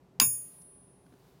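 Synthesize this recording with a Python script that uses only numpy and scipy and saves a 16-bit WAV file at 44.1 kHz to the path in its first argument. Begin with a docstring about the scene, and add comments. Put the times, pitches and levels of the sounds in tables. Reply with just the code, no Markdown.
"""A slender anvil rings high as a small steel ball drops on it, outdoors in the snow.
One bright crack sets off the iron's paired modes, which beat slowly; the wooden table thuds underneath.
Near reflections die fast and the trees return a faint tail. The ball lands softly in a hand and
a sleeve rustles, over a distant rumble. A limiter ducks the crack."""
import sys
import numpy as np
from scipy import signal
from scipy.io import wavfile
from scipy.ndimage import uniform_filter1d, minimum_filter1d

SR = 44100
rng = np.random.default_rng(int(sys.argv[2]) if len(sys.argv) > 2 else 0)


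def waveform_to_disk(signal):
    """Save audio, clipped to [-1, 1], as 16-bit WAV at the path in sys.argv[1]."""
    frames = np.transpose(np.atleast_2d(signal))
    scaled = np.clip(frames, -1, 1) * 32767
    samples = np.round(scaled).astype(np.int16)
    wavfile.write(sys.argv[1], SR, samples)


N = 61739
T = np.arange(N) / SR

# distant outdoor rumble: (frequency [Hz], relative level [dB])
RUMBLE_COLOUR = [(20, -24), (35, -17), (60, -8), (105, -12.5), (135, 0.5), (155, -8), (180, -0.5),
                 (210, -14.5), (270, -6), (310, -16.5), (385, -6), (440, -14), (1000, -21), (1400, -29),
                 (3000, -35.5), (8000, -43), (15000, -46.5), (16500, -65)]
# swells of the rubbing sleeve: (time [s], level [dB])
RUB_ENVELOPE = [(0, -100), (.4, -80), (.54, -69.5), (.7, -80.5), (.95, -85), (1.14, -72), (1.28, -68),
                (1.4, -72)]
# hiss of rubbing cloth: (frequency [Hz], relative level [dB])
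SLEEVE_RUB_COLOUR = [(200, 1.5), (1000, 1.5), (2000, -7.5), (4500, -7), (9000, -13.5), (15000, -11.5)]
# flaps of the sleeve: (time [s], level [dB])
SLEEVE_FLAPS = [(1.063, -56), (1.124, -53), (1.138, -54.5)]
# dull puff of one flap: (frequency [Hz], relative level [dB])
SLEEVE_FLAP_COLOUR = [(60, -21), (250, 8.5), (700, -10), (1500, -12), (2500, -20), (5000, -23.5),
                      (15000, -45)]
# ball landing in the hand: (time [s], level [dB])
CATCH_TICKS = [(.615, -59), (.620, -56)]
# tone of one soft tick: (frequency [Hz], relative level [dB])
TICK_COLOUR = [(500, -5), (3000, -17.5), (5500, -4), (9000, -7), (15000, -10)]
# return from the trees: (frequency [Hz], relative level [dB])
TREE_COLOUR = [(200, -4), (500, -1.5), (1000, 4.5), (1700, -2), (2600, 4), (3600, -10.5), (5000, 4.5),
               (7500, -18), (16000, -35)]
# scatter off the table and nearby surfaces: (frequency [Hz], relative level [dB])
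SCATTER_COLOUR = [(60, -32.5), (250, -10), (550, -12.5), (1000, -1), (1600, -3), (2000, -6), (2550, 1.5),
                  (3600, -12), (4900, -3.5), (6000, -15), (8000, -18.5), (12000, -22), (16000, -30)]
# decay of that scatter: (frequency [Hz], t60 [s])
SCATTER_DECAY = [(100, 0.6), (500, .14), (2500, 0.11), (6000, 0.1), (15000, 0.023)]
# resonances of the table's boards: (frequency [Hz], relative level [dB], t60 [s])
BOARD_MODES = [(88.9, -16.5, .22), (119.87, -8.5, 0.36), (136.3, -20, .5), (167.8, -10, 0.15),
               (223.6, 0, 0.14), (257.9, -1.5, 0.075), (314.7, 0, .08), (452.4, -12.5, 0.13)]
# anvil's foot pushing on the table: (time [s], gain [dB], contact length [s])
FOOT_THUDS = [(0.209, -30.5, .0015), (0.253, -25, 0.00705)]
# crack of steel on iron: (frequency [Hz], relative level [dB])
CRACK_COLOUR = [(60, -45.5), (250, -33), (500, -29), (1000, -5), (1900, -22.5), (2900, 0), (4000, 0.5),
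                (6500, 10.5), (10000, 1), (16000, -2.5)]
# heavily damped clack of the contact: (delay [s], frequency [Hz], peak level [dB], time to peak [s])
CLACK_MODES = [(.0003, 1020, -26, 0.0034), (.0002, 2900, -11.5, .0008), (.001, 4800, -3, 0.00091)]
# anvil modes, each with a close twin: (frequency [Hz], level [dB], t60 [s],
# twin offset [Hz], twin level [dB], twin t60 [s], shimmer depth [dB rms])
ANVIL_MODES = [(860, -37, .1, 12, -54, .1, 2), (1075, -27, .115, 14, -46, .09, 2),
               (1453, -42, .13, 9, -54, .12, 2), (2345, -35, .2, 9, -52, .2, 2),
               (2657, -28, .15, 14, -46, .17, 2), (3682, -29, .11, 6, -50, .1, 2),
               (4945, -28, .13, 13, -48, .25, 2), (5280, -34, .33, 6.7, -62, .6, 2),
               (6757, -28, .2, 4.5, -23.5, .4, .6), (7159, -31, .34, 2.8, -52, .7, 1.2),
               (9017, -33, .15, 1.6, -43, .54, 1.5), (9765, -26.5, .82, 1.5, -28.7, 1.13, .5),
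               (10922, -38, .24, 9, -50, .24, 2), (10978, -34, .76, 1.8, -37, .8, 2),
               (11754, -35, .65, 2.4, -53, 1.05, 1.7), (12512, -31, .28, 20, -43, .24, 2),
               (13624, -31.5, .5, 1.1, -52, 1.0, 1.5), (14290, -57, .55, 5, -70, .55, 1.5),
               (14811, -19.7, .41, 3, -48, .4, .5)]

HIT_S = .1998


def amp(db):
    """Decibels to gain."""
    return 10 ** (np.asarray(db) / 20)


def fade(t, t60):
    """Exponential decay, 60 dB in t60 seconds."""
    return np.exp(-np.log(1000) * t / t60)


def curve_at(points, hz):
    """Reads a curve on a log-frequency axis."""
    frequencies, values = np.transpose(points)
    return np.interp(np.log(hz + 1), np.log(frequencies), values)


def add(mix, start_s, sound):
    """Mixes a sound in at its cue."""
    part = mix[round(start_s * SR):][:len(sound)]
    part += sound[:len(part)]


def coloured(sound, colour):
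    """Minimum-phase EQ with the given curve; white noise keeps its level."""
    gain = amp(curve_at(colour, abs(np.fft.fftfreq(4096, 1 / SR))))
    response = np.exp(np.conj(signal.hilbert(np.log(gain))))
    taps = np.fft.ifft(response).real[:2048]
    return signal.fftconvolve(sound, taps / np.linalg.norm(taps))[:N]


def noise(colour, t60=np.inf):
    """Coloured noise that starts at once and dies away, or sustains if no decay is given."""
    return coloured(rng.standard_normal(N) * fade(T, t60), colour)


def puffs(cues, colour, t60):
    """Short soft contacts without any ring."""
    out = np.zeros(N)
    for start_s, db in cues:
        add(out, start_s, amp(db) * noise(colour, t60))
    return out


def mode(hz, db, t60):
    """One dying tone."""
    return amp(db) * fade(T, t60) * np.cos(2 * np.pi * hz * T)


def shimmer(depth_db, fastest_hz=37):
    """Random gain that makes a tone waver."""
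    rates = np.geomspace(fastest_hz / 6, fastest_hz, num=12)[:, None]
    t = T[::64]
    drift = np.sin(2 * np.pi * (rates * t + rng.random(rates.shape))).sum(0)
    return np.interp(T, t, amp(depth_db * drift / drift.std()))


def distant_rumble():
    """A steady, low bed of outdoor air."""
    return amp(-61.5) * noise(RUMBLE_COLOUR)


def sleeve():
    """Cloth rubs and flaps as the arm moves."""
    rub = amp(np.interp(T, *np.transpose(RUB_ENVELOPE))) * noise(SLEEVE_RUB_COLOUR)
    return rub + puffs(SLEEVE_FLAPS, SLEEVE_FLAP_COLOUR, t60=.043)


def catch():
    """The ball lands in the hand with two soft ticks."""
    return puffs(CATCH_TICKS, TICK_COLOUR, t60=.016)


def reflections():
    """Dense near scatter dies fast, treble first; the trees return a faint longer tail."""
    hz, t, bands = signal.stft(rng.standard_normal(N), SR, nperseg=256)
    decay = fade(t, curve_at(SCATTER_DECAY, hz)[:, None])
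    scatter = signal.istft(bands * decay, SR)[1][:N]
    trees = amp(-57) * noise(TREE_COLOUR, t60=.98)
    return amp(-23) * coloured(scatter, SCATTER_COLOUR) + trees


def table_thuds(low_cut_hz=98):
    """The anvil pushes on the boards, then settles with a duller thud; boards radiate little deep bass."""
    boards = sum((-1) ** k * mode(*row) for k, row in enumerate(BOARD_MODES))
    out = np.zeros(N)
    for start_s, db, contact_s in FOOT_THUDS:
        push = np.sin(np.pi * np.minimum(T / contact_s, 1)) ** 2
        add(out, start_s, amp(db) * signal.fftconvolve(boards, push / push.sum())[:N])
    return signal.sosfilt(signal.butter(2, low_cut_hz, "high", fs=SR, output="sos"), out)


def ball_crack():
    """Steel meets iron: a bright crack and a few resonances that swell and die within milliseconds."""
    out = amp(-6.5) * noise(CRACK_COLOUR, t60=.018)
    for delay_s, hz, db, peak_s in CLACK_MODES:
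        envelope = T / peak_s * np.exp(1 - T / peak_s)
        add(out, delay_s, amp(db) * envelope * np.sin(2 * np.pi * hz * T))
    return out


def anvil_ring():
    """The iron rings in close pairs that drift out of step and back; the tones waver and echo faintly."""
    ring = np.zeros(N)
    for k, (hz, db, t60, offset_hz, twin_db, twin_t60, shimmer_db) in enumerate(ANVIL_MODES):
        pair = mode(hz, db, t60) + mode(hz + offset_hz, twin_db, twin_t60)
        ring += (-1) ** k * shimmer(shimmer_db) * pair
    echoes = rng.standard_normal(N) * fade(T, t60=.25)
    tail = signal.fftconvolve(ring, echoes / np.linalg.norm(echoes))[:N]
    return ring + amp(-24) * tail


def scene():
    """The blow and the small movements over the outdoor rumble, in mono."""
    out = distant_rumble() + table_thuds() + sleeve() + catch()
    add(out, HIT_S, ball_crack() + anvil_ring() + reflections())
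    return out[None]


def limiter(sound, threshold_db=-16, slope=.84, attack_s=.0013, hold_s=.0075, release_db_per_s=1150):
    """Ducks just after the crack's onset, holds, then recovers."""
    power_db = 10 * np.log10(abs(uniform_filter1d(sound[0] ** 2, size=44)) + 1e-12)
    cut_db = slope * np.maximum(power_db - threshold_db, 0)
    hold = 2 * round(hold_s * SR / 2) + 1
    held_db = -minimum_filter1d(-cut_db, hold, origin=hold // 2)
    release_db = release_db_per_s * T
    duck_db = np.maximum.accumulate(held_db + release_db) - release_db
    pole = np.exp(-1 / (attack_s * SR))
    return sound / amp(signal.lfilter([1 - pole], [1, -pole], duck_db))


def record(dry, ceiling_db=-3.5, low_cut_hz=40, high_cut_hz=16600):
    """What slips past the limiter saturates; then the sub-bass and the very top are trimmed."""
    ducked = limiter(dry)
    saturated = ducked / (1 + (ducked / amp(ceiling_db)) ** 8) ** (1 / 8)
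    thinned = signal.sosfilt(signal.butter(2, low_cut_hz, "high", fs=SR, output="sos"), saturated)
    lowpass = signal.firwin(201, high_cut_hz, window=("kaiser", 9), fs=SR)
    return signal.oaconvolve(thinned, lowpass[None], "same")


dry = scene()
out = record(dry)
waveform_to_disk(out)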